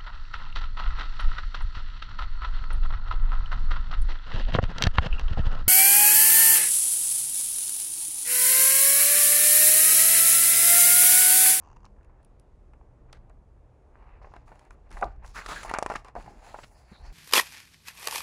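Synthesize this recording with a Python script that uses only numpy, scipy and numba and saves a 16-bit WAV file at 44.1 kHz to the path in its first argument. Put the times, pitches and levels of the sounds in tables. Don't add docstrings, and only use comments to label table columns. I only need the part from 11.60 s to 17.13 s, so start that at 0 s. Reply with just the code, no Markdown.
import sys
import numpy as np
from scipy import signal
from scipy.fft import rfft, irfft
from scipy.io import wavfile
from scipy.ndimage import uniform_filter1d
from numba import njit

SR = 44100
rng = np.random.default_rng(int(sys.argv[2]) if len(sys.argv) > 2 else 0)


def generate_wav(signal):
    frames = np.transpose(np.atleast_2d(signal))
    scaled = np.clip(frames, -1, 1) * 32767
    pcm = np.round(scaled).astype(np.int16)
    wavfile.write(sys.argv[1], SR, pcm)


def voltage_ratio(level):
    return 10 ** (np.asarray(level, float) / 20)


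N = 243740

# frequency in Hz, level in dB.
HISS_SPECTRUM = [(1500, 12.5), (2500, 7.5), (4000, 3), (7000, -3.5), (9000, -12.5), (16000, -10)]
# frequency in Hz, level in dB.
SHEET_SPECTRUM = [(150, -1.5), (500, -2), (1000, -2), (1800, -3), (2800, -7.5), (3200, -21), (5000, -20.5),
                  (16000, -62)]


def level(x, db):
    return x * voltage_ratio(db) / np.sqrt(np.mean(x ** 2))


def curve(rows):
    s, *columns = np.transpose(rows)
    return [np.interp(np.arange(N) / SR, s, c) for c in columns]


@njit
def svf(x, hz, width):
    y, b, l = np.empty(len(x)), 0., 0.
    for i in range(len(x)):
        g, k = np.tan(np.pi * hz[i] / SR), width[i] / hz[i]
        v = (b + g * (x[i] - l)) / (1 + g * (g + k))
        b, l, y[i] = 2 * v - b, l + 2 * g * v, k * v
    return y


def band(x, hz, width):
    return svf(x, hz + np.zeros(len(x)), width + np.zeros(len(x)))


def colour(x, table):
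    hz, db = np.transpose(table)
    f = np.maximum(np.arange(N // 2 + 1) * SR / N, 1)
    return irfft(rfft(x) * voltage_ratio(np.interp(np.log(f), np.log(hz), db)), N)


def walk(rate):
    k = int(SR / rate)
    held = np.repeat(rng.standard_normal(N // k + 1), k)
    slewed = uniform_filter1d(uniform_filter1d(held, k), k)
    return 2 * np.tanh(0.91 * slewed[:N])


def add(out, s, x):
    i = int(s * SR)
    out[i:i + len(x)] += x[:N - i]


def grit(per_s, spread_db, smooth):
    size_db = spread_db * np.minimum(rng.exponential(size=N), 3)
    slips = (rng.random(N) < per_s / SR) * voltage_ratio(size_db) * rng.standard_normal(N)
    return level(slips, 0) + smooth * rng.standard_normal(N)


def strokes(rows, sag_db, stop_db_s):
    t = np.arange(0, N, 32) / SR
    s, rise, hold, db, *more = np.transpose(rows)[:, :, None]
    held = (t - s - rise) / np.maximum(hold, .002)
    late = np.maximum(t - s - rise - hold, 0)
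    db = db - sag_db * np.clip(held, 0, 1) - stop_db_s * late
    swell = np.sin(np.pi / 2 * np.clip((t - s) / np.maximum(rise, .002), 0, 1)) ** 2
    power = (voltage_ratio(db) * swell) ** 2 + 1e-16
    total = power.sum(axis=0)
    blended = [(power * m).sum(axis=0) / total for m in more]
    return [np.interp(np.arange(N) / SR, t, c) for c in [np.sqrt(total)] + blended]


def snaps():
    # start in seconds, peak in dB, sheet ring in Hz, ring level in dB under the first pulse.
    grip_snaps = [(.364, -57, 1020, -4), (.384, -56, 977, -4), (.41, -58, 1200, -4), (.495, -52, 1000, -5),
                  (.6, -56, 950, -4), (1.134, -50, 950, -2.5), (1.212, -45, 886, -15),
                  (1.529, -40.5, 1060, -3), (1.697, -53, 780, 3), (2.355, -40.5, 1420, -22),
                  (2.616, -41, 880, -9.5), (2.644, -36, 790, -6), (2.671, -40, 775, -15),
                  (2.717, -50, 820, -1), (2.737, -38.5, 810, -3.5), (2.764, -33, 925, -9),
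                  (2.877, -47, 920, -1), (2.917, -36, 675, -8), (2.956, -44.5, 778, -7),
                  (3.107, -41.5, 1240, -1), (3.309, -43, 1340, -11), (3.315, -42, 1100, -2.5),
                  (3.37, -36, 900, -8), (3.644, -44, 1000, 3.5)]
    page_snaps = [(3.86, -29, 1210, 1.5), (3.889, -32, 970, -2), (3.96, -35, 1550, 2),
                  (4.031, -28, 1120, -7), (4.048, -33, 770, 0.5), (4.093, -29, 1960, -3),
                  (4.1125, -16.5, 900, -12), (4.138, -14.5, 930, -5), (4.186, -13, 900, -7),
                  (4.225, -14, 800, -11), (4.2615, -13.5, 920, -12), (4.3, -16, 900, -16),
                  (4.315, -24.5, 910, -0.5), (4.3195, -21, 900, -10), (4.3385, -25, 900, -10),
                  (4.0802, -31, 1100, -10), (4.3555, -22, 1000, -6), (4.447, -44.5, 673, 0),
                  (4.483, -45, 700, 0), (4.553, -24.5, 746, -28), (4.661, -37, 920, -8),
                  (4.943, -28, 800, -4.5), (4.987, -31.5, 785, -4)]
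    out, t = np.zeros(N), np.arange(3000) / SR
    rows = grip_snaps + page_snaps
    for (s, db, hz, ring_db), n in zip(rows, rng.standard_normal((len(rows), len(t)))):
        first = -np.sin(2 * np.pi * hz * t) * np.exp(-(t * hz / 1.04) ** 2)
        ring_cycles = 13.5 - 0.79 * max(db, -32.)
        fade = voltage_ratio(-60 * t * hz / ring_cycles) * np.minimum(t * hz, 1)
        ring = level(band(n, hz, .5 * hz) * fade, ring_db) * np.sqrt(np.mean(fade ** 2))
        add(out, s + 0.00064, voltage_ratio(db + 1.5) * (first + ring))
    return colour(out, SHEET_SPECTRUM)


def slide():
    # start in seconds, rise in seconds, hold in seconds, level in dB, sheet resonance in Hz.
    rubs = [(2.3, 0.11, 0.21, -61.5, 950), (2.61, .01, 0.21, -63, 850), (2.85, 0.048, .18, -60.5, 850),
            (3.105, .02, 0.026, -66.5, 1220), (3.21, .08, .02, -65, 790), (3.3, .01, .06, -55.5, 950),
            (3.34, 0.024, 0.12, -54, 740), (3.5, .02, 0.098, -64, 745), (3.605, .04, .045, -55, 900),
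            (3.735, 0.036, 0.044, -44.5, 1310), (3.82, 0.0088, .05, -50, 1200),
            (3.877, 0.016, 0.052, -39, 1150), (3.94, 0.018, .05, -44.5, 1600),
            (4.035, 0.029, .04, -43, 950), (4.1, .01, .05, -50, 875), (4.19, 0.018, .1, -51, 840),
            (4.3, .02, .13, -61, 720), (4.444, .004, 0.043, -51, 1000), (4.55, 0.053, .03, -51, 760),
            (4.63, .01, 0.21, -56, 790), (4.82, 0.056, .13, -53.5, 777), (5.04, .15, 0.13, -62.5, 761),
            (5.28, 0.091, 0.16, -60.5, 845)]
    # start in seconds, rise in seconds, hold in seconds, level in dB, fine fibre in dB over the hiss.
    skin_strokes = [(2.61, .02, 0.19, -73.5, -21), (2.85, .02, .21, -74, -6.5),
                    (3.105, 0.018, 0.018, -78, -1), (3.3, .005, .04, -71, -10), (3.315, .02, .125, -61, -5),
                    (3.455, .005, .065, -70, -25), (3.69, .01, .05, -65, -12),
                    (3.625, 0.045, 0.027, -62, -4), (3.73, .05, .026, -47, -5), (3.8, .006, .05, -52, -13),
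                    (3.85, .01, .03, -55, -12), (3.875, .02, .05, -40.5, -14),
                    (3.935, 0.015, .08, -47.5, -10.5), (4.025, 0.03, .009, -51, -2),
                    (4.066, .02, 0.05, -54.5, -15), (4.12, .02, .05, -57, -16), (4.2, .02, .03, -63, -15),
                    (4.24, .01, .03, -63, -15), (4.27, .05, .075, -53, -17), (4.38, .01, .05, -72, -13),
                    (4.444, .004, .045, -63.5, -16), (4.55, .02, .09, -62, -10),
                    (4.64, .005, 0.21, -65, -10), (4.79, .1, .085, -57.5, -11), (4.95, 0.04, .055, -59, -9),
                    (5.04, .004, .05, -65, -6), (5.05, .005, 0.13, -80, 11), (5.14, .06, .1, -71, -4),
                    (5.27, .02, 0.13, -74.5, 0.5), (5.41, 0.059, .07, -63.5, -12)]
    # frequency in Hz, level in dB.
    fibre_spectrum = [(3000, -32), (7000, -4), (8600, -12), (10200, -4.5), (12000, -6), (16000, -2.5)]
    # time in seconds, frequency in Hz, level in dB.
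    slit_whistle = [
        (4.94, 6800, -100),
        (4.98, 7200, -75),
        (5.04, 8000, -70),
        (5.05, 8000, -110),
    ]
    # time in seconds, frequency in Hz, level in dB.
    palm_pocket = [
        (5.1, 4800, -88),
        (5.18, 4800, -70),
        (5.28, 4600, -70),
        (5.35, 3900, -61),
        (5.41, 4150, -68.5),
        (5.47, 4650, -60),
        (5.53, 4630, -79),
    ]
    rubbing, hz = strokes(rubs, sag_db=4, stop_db_s=450)
    sliding, fibre_db = strokes(skin_strokes, sag_db=4.5, stop_db_s=800)
    t = np.arange(N) / SR
    fits = 1.3 * walk(70)

    rub = grit(2500, 3.0, smooth=0.88)
    resonance = band(band(rub, hz, 0.52 * hz), hz, 0.52 * hz)
    broad = 0.42 * band(rub, 1.42 * hz, 2.8 * hz)
    sheet = level(colour(resonance + broad, SHEET_SPECTRUM), 0.46) * voltage_ratio(fits + 1.7 * walk(90))

    fine = grit(4000, 4.1, smooth=1.2) * voltage_ratio(0.7 * fits)
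    gaps = sum(band(fine, g * 2 ** (0.17 * walk(6)), 0.24 * g) for g in (4500., 6800.))
    hiss = level(colour(fine + 1.6 * gaps, HISS_SPECTRUM), 0.55) * voltage_ratio(0.8 * walk(25))
    fibre = level(colour(fine, fibre_spectrum), 8.6) * voltage_ratio(fibre_db + 1.5 * walk(32))

    palm_hz, palm_db = curve(palm_pocket)
    pocket = band(band(rng.standard_normal(N), palm_hz, 900.), palm_hz, 750.)
    palm = level(pocket, -2.2) * voltage_ratio(palm_db + 3.0 * walk(35))
    edge_hz, edge_db = curve(slit_whistle)
    edge = level(band(band(fine, edge_hz, 600.), edge_hz, 600.), 0) * voltage_ratio(edge_db)
    return edge + rubbing * sheet + sliding * (hiss + fibre) + (t > 5.1) * palm


def crunch():
    # start in seconds, length in seconds, level in dB, hiss in dB over the body, centre of the body in Hz.
    rough_bursts = [(0.328, 0.31, -74.5, -40, 1110), (5.265, 0.1, -59.5, -40, 1750),
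                    (5.425, 0.082, -59.5, -40, 1750), (0.442, 0.008, -65, -32, 2100),
                    (2.479, 0.1, -64, -43, 2300), (3.305, 0.044, -59, -4, 1800), (3.42, .06, -50, -45, 300),
                    (4.65, .14, -59, -40, 260), (4.553, .045, -50, -40, 280),
                    (4.032, 0.0033, -38.5, -11, 1180), (2.754, 0.015, -57.5, -8, 895),
                    (3.425, 0.0053, -34.5, -48, 1390), (3.75, 0.05, -40.5, -5.5, 1530),
                    (4.094, 0.007, -38, -3, 1900), (4.139, 0.011, -31.5, -13, 1040),
                    (4.157, 0.015, -34, -39, 1010), (4.301, 0.0084, -33, -26, 820),
                    (4.351, 0.012, -33, -5, 1500), (4.55, 0.019, -42.5, -17, 940),
                    (5.03, 0.015, -52, 6, 2840), (1.531, .043, -70, 4, 1600), (1.575, .07, -62, -40, 140),
                    (4.635, .05, -52, -40, 115), (3.369, .0035, -41, -22, 1100),
                    (3.81, .012, -42, -14, 1500), (4.146, .009, -35.5, -14, 2600),
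                    (1.485, .015, -66, -12, 1400), (3.915, .012, -42, -8, 1000), (3.29, .06, -58, -40, 170),
                    (4.16, .018, -44, -12, 2000), (4.358, .008, -42, -6, 2600), (.245, .02, -66, -30, 1900)]
    rub = grit(3000, 2.0, smooth=.8)
    bright = level(colour(rub, HISS_SPECTRUM), 0)
    body, hiss = np.zeros(N), np.zeros(N)
    for s, d, db, hiss_db, hz in rough_bursts:
        i = int(s * SR)
        part = slice(i, i + int((d + .06) * SR))
        t = np.arange(len(rub[part])) / SR
        swell = np.sin(np.pi / 2 * np.clip(t / (0.33 * d), 0, 1)) ** 2
        gate = swell * voltage_ratio(-2000 * np.maximum(t - d, 0))
        creases = level(band(band(rub[part], hz, 1.1 * hz), hz, 1.64 * hz), 2.3)
        add(body, s, voltage_ratio(db) * gate * creases)
        add(hiss, s, voltage_ratio(db + hiss_db) * gate * bright[part])
    return colour(body, SHEET_SPECTRUM) + hiss


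def ticks():
    # start in seconds, peak in dB, crackle in dB after the crack.
    bend_ticks = [(0.4459, -58, -14), (1.135, -61, -20), (1.696, -54.5, -17.5), (2.8795, -56.5, -10),
                  (2.9555, -57, -12), (2.993, -48, -13), (3.0505, -57, -12), (3.1067, -50.5, -8),
                  (3.306, -49, -13), (3.3144, -42, -15), (3.3268, -46, -10), (3.3688, -48, -10),
                  (3.4112, -44, -8.5), (4.031, -32.5, -12), (4.0946, -38, -10), (4.1127, -32, -19),
                  (4.138, -28, -12), (4.2262, -27.5, -12.5), (4.2621, -27, -20), (4.2998, -31, -22),
                  (4.3204, -39, -15), (4.3385, -36, -18), (4.446, -52.5, -2.5), (4.4827, -48.5, -10.5),
                  (4.5521, -51.5, -11), (4.6234, -50, -8), (4.8636, -49, -8), (.43, -64, -12),
                  (3.2923, -66, -10), (3.4262, -53, -8), (3.561, -70, -10), (4.0802, -44, -14),
                  (4.316, -44, -16), (3.6467, -54, -10), (4.989, -54, -12)]
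    # start in seconds, peak in dB, crackle in dB after the crack, brightest frequency in Hz.
    dry_ticks = [(0.167, -58.5, -18, 2840), (0.2529, -48, -18, 4830), (0.6476, -50.5, -18, 10200),
                 (0.7967, -52.5, -14, 9900), (1.5276, -44, -7, 3600), (2.7383, -51, -26, 4140),
                 (2.7623, -58.5, -5.5, 3830), (3.387, -54, -13, 3860), (3.4421, -40.5, -14.5, 3520),
                 (3.6616, -49.5, -10, 6360), (3.677, -49.5, -10.5, 6200), (3.8613, -33.5, -12.5, 3850),
                 (4.0068, -41, -21, 6000), (4.1858, -25.5, -19, 7200), (.629, -61, -16, 9000),
                 (3.8675, -42, -16, 6000), (4.0005, -45, -16, 6000), (4.0315, -37, -18, 7500),
                 (4.0395, -39, -18, 7000), (4.0965, -45, -8, 10000), (4.3575, -40, -6, 5500),
                 (4.943, -56, -12, 8000)]
    out, t = np.zeros(N), np.arange(4000) / SR
    bend_hz = 2410
    rows = [(*row, bend_hz) for row in bend_ticks] + dry_ticks
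    for (s, db, crackle_db, hz), n in zip(rows, rng.standard_normal((len(rows), len(t)))):
        shape = np.minimum(t / 0.00015, 1) * np.exp(-t / 0.0004)
        crack = shape * n * np.sqrt(np.sum(shape ** 2) / np.sum((shape * n) ** 2))
        lasts_s = np.interp(db, [-40, -30], [.0038, .0068])
        crackle = np.exp(-(t / lasts_s) ** 8) + 0.18 * voltage_ratio(-60 * t / 0.15)
        burst = crack + n * voltage_ratio(crackle_db) * crackle
        tuned = band(band(burst, hz, .5 * hz), hz, 1.05 * hz)
        add(out, s + .0005, voltage_ratio(db + 7.5) * (tuned + 0.6 * band(burst, 4750.0, 6700.0)))
    return signal.sosfilt(signal.butter(3, 1500, "high", fs=SR, output="sos"), out)


def knocks():
    # start in seconds, peak in dB, note in Hz, time to fall 60 dB in seconds.
    board_knocks = [(3.414, -29.5, 750, 0.09), (3.424, -14.5, 760, 0.045), (3.434, -16, 760, 0.048),
                    (3.428, -14.5, 1170, 0.03), (3.453, -28, 720, 0.065), (4.562, -27.5, 704, 0.082),
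                    (5.316, -32.5, 190, 0.046), (4.678, -33.5, 805, 0.038), (4.9595, -37, 800, .04),
                    (3.9605, -29, 1650, .09), (4.0945, -32, 1960, .04), (4.306, -26, 850, .04)]
    out, t = np.zeros(N), np.arange(6000) / SR
    wobble = rng.standard_normal((len(board_knocks), len(t)))
    for _ in range(2):
        wobble = uniform_filter1d(wobble, size=80, axis=1)
    for (s, db, hz, t60), w in zip(board_knocks, wobble):
        push = 1 - np.exp(-(t * hz / 0.36) ** 2)
        rough_note = (1 + 0.63 * w) * np.sin(2 * np.pi * hz * t + 7.1 * w)
        add(out, s, voltage_ratio(db - 60 * t / t60) * push * rough_note)
    return out


def seat():
    # frequency in Hz, width in Hz, level in dB.
    frame_modes = [(950, 460, 12), (2750, 320, -5), (4800, 500, -12), (6200, 2000, -11.5)]
    # start in seconds, peak in dB.
    late_slips = [
        (0.1617, -58),
        (0.167, -56.5),
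        (0.2032, -62.5),
        (0.2301, -62),
        (0.2444, -53),
        (0.2612, -52.5),
    ]
    slips, t = np.zeros(N), np.arange(600) / SR
    k = np.arange(9)
    run_s = .0225 + .0116 * k + .00021 * k ** 2
    run_db = -58 - 4 * np.exp(-k / 1.5)
    rows = [*np.transpose([run_s, run_db]), *late_slips]
    for (s, db), n in zip(rows, rng.standard_normal((len(rows), len(t)))):
        add(slips, s, voltage_ratio(db + 12) * n * np.minimum(t / 0.00084, 1) * np.exp(-t / 0.0022))
    scrape = np.interp(np.arange(N) / SR, [0, .04, .14, .3], [0.75, 1.3, 0.48, 0.089])
    slips += voltage_ratio(-65.5) * rng.standard_normal(N) * scrape

    groan_s, groan_length_s, groan_hz, groan_db = .16, .22, 200, -62
    u = np.clip((np.arange(N) / SR - groan_s) / groan_length_s, 0, 1)
    swell = np.sqrt(np.sin(np.pi * u) + 1e-12)
    groan = voltage_ratio(groan_db) * swell * np.sin(2 * np.pi * groan_hz * groan_length_s * u)
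    frame = sum(voltage_ratio(db + 5.5) * band(band(band(slips, hz, w), hz, w), hz, 2.9 * w)
                for hz, w, db in frame_modes)
    return groan + frame


def desk():
    # start in seconds, rise in seconds, hold in seconds, level in dB.
    jolts = [(0.0, 0.096, 0.71, -50), (.86, 0.092, 0.36, -50.5), (1.38, .05, .6, -49),
             (2.2, 0.25, 0.47, -47.5), (3.03, .12, .14, -46.5), (3.31, .06, .03, -35),
             (3.43, 0.028, 0.028, -34.5), (3.55, .03, .2, -41), (3.81, .07, 0.065, -42.5),
             (3.96, 0.13, 0.045, -42), (4.2, .09, .1, -44), (4.55, 0.027, .02, -39),
             (4.72, 0.054, .08, -47), (4.88, .05, .25, -53), (5.38, .07, .1, -38)]
    sway = band(band(rng.standard_normal(N), 32., 17.7), 41.2, 30.)
    sway /= np.sqrt(uniform_filter1d(sway ** 2, size=4000)) + 0.15 * sway.std()
    return level(sway, -2.53) * strokes(jolts, sag_db=3.5, stop_db_s=120)[0]


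def air():
    # frequency in Hz, level in dB per Hz.
    air_spectrum = [(26, -22), (45, -4.5), (75, -1), (93, -16), (122, -8), (148, -16.5), (193, -21),
                    (431, -21), (606, -23.5), (1110, -30.5), (1500, -39), (2600, -46), (3020, -52),
                    (4340, -55), (8790, -58.5), (10200, -59), (15000, -95)]
    air_db, flicker_db, hum_hz, hum_db = -56.5, 1.8, 115.6, -69.5
    flow = np.zeros(N)
    for hz in 50 * 2. ** np.arange(9):
        flow += band(rng.standard_normal(N), hz, hz * 0.69) * voltage_ratio(flicker_db * walk(7)) / np.sqrt(hz)
    white = colour(flow, [(50, 0), (16000, 24.5)])
    hum = np.sin(2 * np.pi * hum_hz * np.arange(N) / SR) * voltage_ratio(hum_db + 2.0 * walk(1.7))
    return level(colour(white, air_spectrum), air_db) + hum


def room(x, t60=0.24, wet_db=-24):
    t = np.arange(int(.4 * SR)) / SR
    tail = band(rng.standard_normal(len(t)), 600.0, 2100.0) * voltage_ratio(-60 * t / t60) * (t > .004)
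    return x + signal.fftconvolve(x, tail * voltage_ratio(wet_db) / np.sqrt(np.sum(tail ** 2)))[:N]


def duck(near):
    depth_db, knee_db, recover_s = 3.5, -48, .7
    keep = np.exp(-1 / (recover_s * SR))
    busy = signal.lfilter([(1 - keep) ** 2], [1, -2 * keep, keep ** 2], near ** 2) / voltage_ratio(knee_db) ** 2
    return voltage_ratio(-depth_db * busy / (1 + busy))


def scene():
    # frequency in Hz, level in dB.
    mic_port = [(2600, -1), (3300, -2), (4300, -1), (8500, -3.5), (10000, -1.5), (10900, -9),
                (11800, -16.5), (15500, -15), (16500, -48)]
    near = snaps() + ticks() + crunch() + knocks() + slide() + seat()
    mix = colour(room(near), mic_port) + desk() + air() * duck(near)
    return mix[None]


def top_cut(x):
    return signal.sosfilt(signal.butter(12, 16300, fs=SR, output="sos"), x)


def record(dry):
    return top_cut(dry)


dry = scene()
out = record(dry)
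generate_wav(out)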